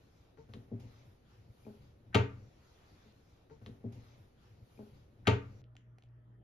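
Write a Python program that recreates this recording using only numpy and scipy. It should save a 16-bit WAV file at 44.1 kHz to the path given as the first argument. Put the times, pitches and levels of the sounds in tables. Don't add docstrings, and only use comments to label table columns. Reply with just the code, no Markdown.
import sys
import numpy as np
from scipy import signal
from scipy.fft import rfft, irfft, next_fast_len
from scipy.io import wavfile
from scipy.ndimage import uniform_filter1d

SR = 44100
rng = np.random.default_rng(int(sys.argv[2]) if len(sys.argv) > 2 else 0)


def invert_db(x):
    u = np.asarray(x, float) / 20
    return 10 ** u


def transcribe(signal):
    frames = np.atleast_2d(signal).T
    limited = np.clip(frames, -1, 1)
    pcm = np.round(limited * 32767).astype(np.int16)
    wavfile.write(sys.argv[1], SR, pcm)


N = 283563
T = np.arange(N) / SR
CUT_S, REPEAT_S = 2.492, 137813 / 44100
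JOLT_FALL_DB_PER_S = 331

# frequency in Hz, likeness from 0 to 1.
LIKENESS = [(60, .98), (250, 0.97), (600, 0.064), (1200, 0.41), (2500, 0.15), (5000, 0.12), (7000, 0.33),
            (14000, 1)]
# time the peak is
# reached in seconds, rise in seconds, hold in seconds, level in dB.
PANEL_JOLTS = [(.412, .04, 0.0028, -63), (.5, 0.011, 0.021, -52), (.578, 0.044, 0.011, -47.5),
               (.73, 0.011, 0.017, -39), (.79, .03, .04, -50.5), (.872, 0.073, 0.0045, -46.5),
               (.91, .03, 0.18, -60), (1.385, 0.057, 0.018, -60), (1.504, .05, 0.0052, -55),
               (1.69, 0.074, 0.0075, -54.5), (1.8, 0.059, .03, -65), (1.882, 0.077, .02, -59.5),
               (2.11, 0.12, .025, -58), (2.26, .02, .004, -39.5), (2.31, 0.023, .06, -46.5),
               (2.426, 0.016, 0.072, -54.5)]


def evened(x):
    return x / np.sqrt(np.mean(x ** 2) + 1e-20)


def read(points, hz):
    f, value = np.transpose(points)
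    return np.interp(np.log(hz + 1), np.log(f + 1), value)


def add(mix, s, sound):
    part = mix[round(s * SR):][:len(sound)]
    part += sound[:len(part)]


def moves(rows, fall_db_per_s, rest_db, lift_db=0):
    s, rise, hold, db = np.array(rows)[:, :4].T[:, :, None]
    climb = np.minimum(12 * (T - s) / np.maximum(rise, .002), 0)
    fall = fall_db_per_s * np.maximum(T - s - hold, 0)
    return np.maximum((db + lift_db + climb - fall).max(0), rest_db)


def noise(spectrum, patchy_db, count, top=((0, 0), (1, 0))):
    # frequency in Hz, left minus right in dB.
    side_lean = [(60, 0), (240, 2.5), (950, -1), (3770, 2), (15000, -1)]
    frames, hz = count // 256 + 5, np.fft.rfftfreq(1024, 1 / SR)
    a, b, c, d, patches = rng.standard_normal((frames, 513, 5)).T
    patches = uniform_filter1d(patches, size=14, axis=0)
    patches = evened(uniform_filter1d(patches, size=12, axis=1))
    same = np.clip(read(LIKENESS, hz), 0, 1)[:, None]
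    left = a + 1j * b
    right = same * left + np.sqrt(1 - same ** 2) * (c + 1j * d)
    lean = invert_db(read(side_lean, hz) / 2)[:, None]
    top_db = np.outer(hz > 8500, np.interp(np.arange(frames) * 256 / SR, *np.transpose(top)))
    level_db = read(spectrum, hz)[:, None] + patchy_db * patches + top_db
    z = np.array([left * lean, right / lean]) * invert_db(level_db)
    return evened(signal.istft(z, nperseg=1024, noverlap=768)[1][:, :count])


def sleeve_rustle():
    # frequency in Hz, level in dB per Hz.
    cloth = [(300, -5.5), (800, -1), (2000, -7.5), (4000, -9.5), (6500, -14.5), (10000, -17), (14000, -13)]
    # time the peak is reached in seconds, rise in seconds, hold in seconds, rustle level
    # in dB, # fine hiss relative to the rustle in dB.
    strokes = [(0, .01, 0.25, -79.5, -13.5), (0.384, .008, .02, -79, -16), (0.495, .03, 0.12, -80.5, -8.5),
               (0.8, 0.0044, 0.0036, -71.5, -13.5), (.84, 0.025, .05, -75.5, -19),
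               (.91, .03, 0.017, -75.5, -12), (0.94, .05, 0.094, -75.5, -20),
               (1.058, 0.04, 0.044, -79, -9.5), (1.308, .14, 0.073, -78, -13),
               (1.593, 0.2, 0.17, -78.5, -7.5), (1.828, .1, 0.0084, -77.5, -11),
               (2.3, 0.24, 0.29, -79.5, -15), (2.65, 0.32, 0.435, -75.5, -14)]
    fall_db_per_s, rest_db, rest_hiss_db = 69, -87.5, -8.5
    count = round(REPEAT_S * SR)
    sleeve = moves(strokes, fall_db_per_s, rest_db)
    hiss = moves(strokes, fall_db_per_s, rest_db + rest_hiss_db, np.array(strokes)[:, 4:])
    grain = noise(cloth, 1.9, count=count, top=np.transpose([T, hiss - sleeve + 11.3]))
    return invert_db(sleeve[:count] + 4.5) * grain


def room_rumble():
    # frequency in Hz, level in dB per Hz.
    low_air = [(18, -46), (30, -23.5), (45, -7), (65, 8), (90, -1.5), (120, -7.5), (250, -13), (500, -16),
               (1000, -30), (2500, -37), (6000, -50.5)]
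    air_db, follows = -65.5, 0.35
    count = round(REPEAT_S * SR)
    stir = uniform_filter1d(moves(PANEL_JOLTS, JOLT_FALL_DB_PER_S, -68.5), size=6000)
    return invert_db(air_db + follows * (stir[:count] + 62.5)) * noise(low_air, 1.1, count=count)


def scrapes():
    # start in seconds, level in dB, decay in seconds, top frequency in Hz.
    rubs = [
        (0.372, -67, 0.017, 1780),
        (.489, -68.5, 0.018, 1480),
        (.538, -74, 0.018, 5000),
        (0.715, -49.5, 0.026, 485),
        (1.663, -63, .02, 995),
        (2.146, -34.5, 0.033, 3460),
        (2.151, -42, 0.042, 450),
    ]
    t, out = np.arange(8192) / SR, np.zeros(N)
    hz = np.fft.rfftfreq(8192, 1 / SR)
    for (s, db, decay, top_hz), grit in zip(rubs, rng.standard_normal((len(rubs), 8192))):
        colour = (hz > 150) / (1 + (hz / top_hz) ** 4) / np.sqrt(hz + 600)
        rub = evened(irfft(rfft(grit) * colour))
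        add(out, s, invert_db(db) * rub * np.exp(-t / decay) * np.minimum(t / .002, 1))
    return out


def ticks(rows, crack_s):
    # frequency in Hz, level in dB per Hz.
    crack_colour = [(300, -11.5), (1000, -0.5), (2500, -8.5), (4000, -7.5), (5200, -20.5), (6500, -12),
                    (11000, -22), (14500, -41)]
    t, out = np.arange(1024) / SR, np.zeros(N)
    hz = np.fft.rfftfreq(1024, 1 / SR)
    for (s, db, ring_hz, width, crack_db), grit in zip(rows, rng.standard_normal((len(rows), 1024))):
        ring = np.sin(2 * np.pi * ring_hz * t) * np.exp(-np.pi * width * t)
        ring *= np.minimum(t / 0.00029, 1)
        crack = evened(irfft(rfft(grit) * invert_db(read(crack_colour, hz)))) * np.exp(-t / crack_s)
        add(out, s, invert_db(db) * ring + invert_db(crack_db) * crack)
    return out


def latch_ticks():
    # start in seconds, peak in dB, ring in Hz, ring width in Hz, crack in dB.
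    contacts = [(.373, -82, 1710, 700, -75.5), (.5372, -32, 3400, 1750, -58.5),
                (.545, -68, 2400, 1500, -70.5), (0.8, -44, 11600, 3000, -89), (1.650, -68.5, 2442, 58, -79),
                (1.666, -59.5, 867, 605, -72.5), (2.1295, -53, 1606, 200, -84),
                (2.1340, -50, 1633, 298, -71), (2.1380, -50.5, 1495, 292.6, -76.5),
                (2.1412, -47, 1722, 301.4, -73), (2.1450, -20, 1900, 1200, -44.5),
                (2.1469, -18, 2704, 603, -32), (2.1484, -21.5, 1095, 700, -47),
                (2.1510, -27, 1013, 507.9, -37.5), (2.1546, -14.5, 2574, 604.6, -44.5)]
    return ticks(contacts, crack_s=0.0058)


def knocks(blows, modes, rise_cycles):
    longest_ring_s, damped_hz = .4, 1500
    t, out = np.arange(SR // 2) / SR, np.zeros(N)
    hz, db, t60 = np.transpose(modes)[:, :, None]
    t60 = np.minimum(t60, longest_ring_s / (1 + hz / damped_hz))
    sign = (-1) ** np.arange(len(modes))[:, None]
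    for s, blow_db, ms in blows:
        reach = 1 / (1 + (hz * ms / 1000) ** 2)
        rise = 1 - np.exp(-t * hz / rise_cycles)
        ring = sign * invert_db(db - 60 * t / t60) * reach * rise * np.sin(2 * np.pi * hz * t)
        add(out, s, invert_db(blow_db) * ring.sum(0))
    return out


def grip_knocks():
    # frequency in Hz, level in dB, time to die by 60 dB in seconds.
    handle = [(142, 0, 0.16), (276, -11.5, 0.092), (447, -5, 0.12), (560, -34, 0.033), (901, -17, 0.16),
              (1400, -24, 0.08), (1740, -35, .04)]
    # start in seconds, strength in dB, contact in milliseconds.
    grip = [(.3735, -58.5, 0.3), (.383, -45, 0.47), (.394, -56.5, 0.49), (.407, -52.5, 0.67),
            (.428, -72, 1), (.441, -62, 1)]
    return knocks(grip, handle, rise_cycles=2.2)


def shake():
    # frequency in Hz, wander in Hz, level in dB.
    panel_tones = [(96.4, 3.8, -3.5), (117.9, 4.4, 2), (204.6, 8.1, -14.5)]
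    still_db = -90.5
    panel = np.zeros(N)
    for (hz, wander, db), row in zip(panel_tones, rng.standard_normal((len(panel_tones), N))):
        drift = evened(uniform_filter1d(row, size=1500))
        panel += invert_db(db) * np.sin(2 * np.pi * np.cumsum(hz + wander * drift) / SR)
    return evened(panel) * invert_db(moves(PANEL_JOLTS, JOLT_FALL_DB_PER_S, still_db) - 5.0)


def pull_knocks():
    # frequency in Hz, level in dB, time to die by 60 dB in seconds.
    catch = [(100, -20, 0.17), (133, -5, 0.082), (182, -7, 0.1), (230.9, -1, 0.36), (274.2, -3.5, 0.21),
             (393.8, -4.5, 0.23), (476.5, -4, 0.14), (700, -16, 0.037), (895, -29.5, 0.055)]
    # start in seconds, strength in dB, contact in milliseconds.
    pull = [(.490, -61, 1.7), (.5385, -56.5, 0.76), (.548, -54.5, 0.28), (.562, -50, 1.3),
            (.7155, -44, 0.73), (.729, -48, 0.69), (.7405, -50, 1.5), (.756, -73, 4.3), (.846, -46, 6.9)]
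    return knocks(pull, catch, rise_cycles=0.24)


def push_knocks():
    # frequency in Hz, level in dB, time to die by 60 dB in seconds.
    stop = [(112, -16, 0.15), (216.3, -1.5, 0.14), (270, -2, 0.048), (410.4, -2, 0.12), (527.7, -6, 0.019),
            (630, -7, .06), (830, -17, 0.11), (1163, -19, 0.03)]
    # start in seconds, strength in dB, contact in milliseconds.
    push = [(1.652, -50, 3.7), (1.665, -46.5, 0.5), (1.679, -49.5, 0.3), (1.699, -50.5, .7),
            (1.74, -59, 0.48), (3.058, -53.5, 3.4)]
    return knocks(push, stop, rise_cycles=1.0)


def door_slam():
    # frequency in Hz, level in dB, time to die by 60 dB in seconds.
    door_modes = [(157, -13.5, .12), (200, -4, 0.2), (274.2, -2.5, 0.19), (400.8, -6.5, 0.21),
                  (428.7, -4.5, 0.25), (469, -5.5, 0.16), (544, -15, 0.1), (575, -17.5, 0.17),
                  (636.5, -14, 0.15), (901, -9, 0.26), (936, -21, 0.077), (1167, -4.5, 0.1),
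                  (1290, -13.5, 0.1), (1387, -17, .1),
                  (1873, -14, .13), (2111, -12.5, 0.15), (2360, -9, 0.059), (2490, -11, 0.29),
                   (2560, -18, 0.055), (2920, -20, 0.13), (3390, -21, 0.088)]
    # start in seconds, strength in dB, contact in milliseconds.
    blows = [
        (2.1455, -39, 0.29),
        (2.1505, -25.5, 0.42),
        (2.1680, -35, 0.58),
    ]
    return knocks(blows, door_modes, rise_cycles=1.0)


def cabinet_boom():
    # frequency in Hz, level in dB, time to die by 60 dB in seconds.
    carcass = [(115.3, 1.5, .19), (91.8, -1, .19), (62, -18, .2), (36, -20, .2)]
    # start in seconds, strength in dB, contact in milliseconds.
    blows = [
        (2.147, -18, 1.1),
        (2.1904, -25.5, 1.3),
    ]
    return knocks(blows, carcass, rise_cycles=3.2)


def filtered(x, gain):
    size = next_fast_len(N + 4096)
    mirrored = np.concatenate([x, x[..., :-2049:-1]], axis=-1)
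    return irfft(rfft(mirrored, size) * gain(np.fft.rfftfreq(size, 1 / SR)), size)[..., :N]


def on_left(x):
    # frequency in Hz, left minus right in dB.
    door_lean = [(60, 0.5), (150, 2), (380, 2.5), (950, 9), (2380, 8), (5970, 0), (15000, -1)]
    return filtered(x, lambda hz: invert_db(np.outer([.5, -.5], read(door_lean, hz))))


def room(x):
    # frequency in Hz, time to die by 60 dB in seconds.
    echo_t60 = [(80, .5), (200, 0.32), (500, 0.22), (1500, 0.37), (4000, 0.23), (7000, 0.25), (9500, 0.14),
                (14000, 0.13)]
    taps = np.zeros((2, SR // 2))
    at = np.arange(100, SR // 2 - 12, 12) + rng.integers(0, 12, (2, (SR // 2 - 101) // 12))
    np.put_along_axis(taps, at, rng.choice([-1., 1.], at.shape), 1)
    hz, t, z = signal.stft(taps, SR, nperseg=512)
    tail = signal.istft(z * invert_db(-60 * t / read(echo_t60, hz)[:, None]), SR, nperseg=512)[1]
    hz = np.fft.rfftfreq(tail.shape[1], 1 / SR)
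    close = np.clip(read(LIKENESS, hz), 0, 1)
    both = rfft(tail)
    tail = irfft(close * both[0] + np.sqrt(1 - close ** 2) * both, tail.shape[1])
    return signal.fftconvolve(x[None], tail / np.linalg.norm(tail[0]), axes=1)[:, :N]


def corner_air(count):
    # frequency in Hz, level in dB per Hz.
    fan_air = [(30, -16.5), (60, 0), (150, -7.5), (400, -12), (620, -21.5), (900, -24), (1300, -26),
               (1500, -29.5), (1800, -27), (2300, -38.5), (3100, -40), (4000, -48), (8000, -54),
               (14000, -46)]
    return invert_db(-71) * noise(fan_air, 3.6, count=count)


def fan_whine():
    # frequency in Hz, level in dB.
    fan_lines = [(624.5, -87.5), (1297, -102), (1760, -101), (3130, -109)]
    fan = np.zeros(N)
    for (hz, db), row in zip(fan_lines, rng.standard_normal((len(fan_lines), N))):
        waver = evened(uniform_filter1d(row, size=2500))
        fan += invert_db(db + 4.3 * waver) * np.sin(2 * np.pi * hz * T + .8 * waver)
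    return np.sqrt(2) * fan


def mains_hum():
    # frequency in Hz, level in dB.
    hum_lines = [(59.3, -11), (118.6, 1.5)]
    # time the peak is reached in seconds, rise in seconds, hold in seconds, level in dB.
    swells = [(5.63, 0.029, 0.1, -62), (5.87, 0.17, 0.078, -64), (6.075, 0.048, 0.11, -62),
              (6.28, 0.14, 0.11, -63.5)]
    mains = sum(invert_db(db) * np.sin(2 * np.pi * (hz * T + rng.random())) for hz, db in hum_lines)
    return np.sqrt(2) * mains * invert_db(moves(swells, 144, -80))


def handset_clicks():
    # start in seconds, peak in dB, ring in Hz, ring width in Hz, crack in dB.
    clicks = [(5.641, -48, 3130, 1500, -72), (5.754, -74, 2400, 2510, -61.5),
              (5.7668, -45, 2860, 910, -53.5), (5.985, -47, 1886, 1200, -58),
              (6.024, -46.5, 3460, 2000, -64), (6.037, -44.5, 3320, 1967, -65),
              (6.088, -79, 5040, 300, -85), (5.754, -57, 760, 250, -95), (5.985, -60.5, 700, 249, -95),
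              (6.038, -64, 625, 150, -95)]
    return ticks(clicks, crack_s=0.00062)


def scene():
    fade_s = .006
    slam = door_slam()
    small = grip_knocks() + pull_knocks() + push_knocks()
    latch = latch_ticks() + scrapes()
    handset = handset_clicks()

    near = cabinet_boom() + slam + small + latch + shake()
    door = on_left(near) + room(invert_db(-4.5) * slam + invert_db(-8.0) * small + invert_db(-6) * latch)
    door *= np.clip(np.maximum(CUT_S - T, T - 3.04) / fade_s, 0, 1)

    corner = fan_whine() + mains_hum() + handset + room(invert_db(-7) * handset)
    corner *= np.clip((T - CUT_S - REPEAT_S) / fade_s, 0, 1)

    start, length = round(REPEAT_S * SR), round(CUT_S * SR)
    last = round((CUT_S + REPEAT_S) * SR)
    background = np.zeros((2, N))
    background[:, :start] = sleeve_rustle() + room_rumble()
    background[:, last:] = corner_air(N - last)

    mix = door + background + corner
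    fade_out = np.clip((CUT_S - T[:length]) / fade_s, 0, 1)
    mix[:, start:start + length] = door[:, :length] + background[:, :length] * fade_out
    return mix


def roll_off(x):
    return signal.sosfilt(signal.butter(12, 15590, fs=SR, output="sos"), x)


def record(dry):
    # frequency in Hz, level in dB.
    mic_tone = [(6600, 3.5), (7500, -3), (8000, -9.5), (8500, -20), (9100, 2.5), (9800, 0.5), (13500, -5.5),
                (14800, -17.5), (15600, -55)]
    # frequency in Hz, lead of the left port in radians (negative: the right
    port_lead = [(60, 0), (700, 0.7), (1050, -2.5), (1500, -1), (2000, -7.5), (3500, -5.5), (5000, -5.5),
                 (6000, -7.5), (8500, -9), (11500, -12.5), (14500, -15)]

    def port_gain(hz):
        return invert_db(read(mic_tone, hz)) * np.exp(-1j * np.outer([0, 1], read(port_lead, hz)))

    ports = filtered(dry, port_gain)
    return roll_off(ports)


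dry = scene()
out = record(dry)
transcribe(out)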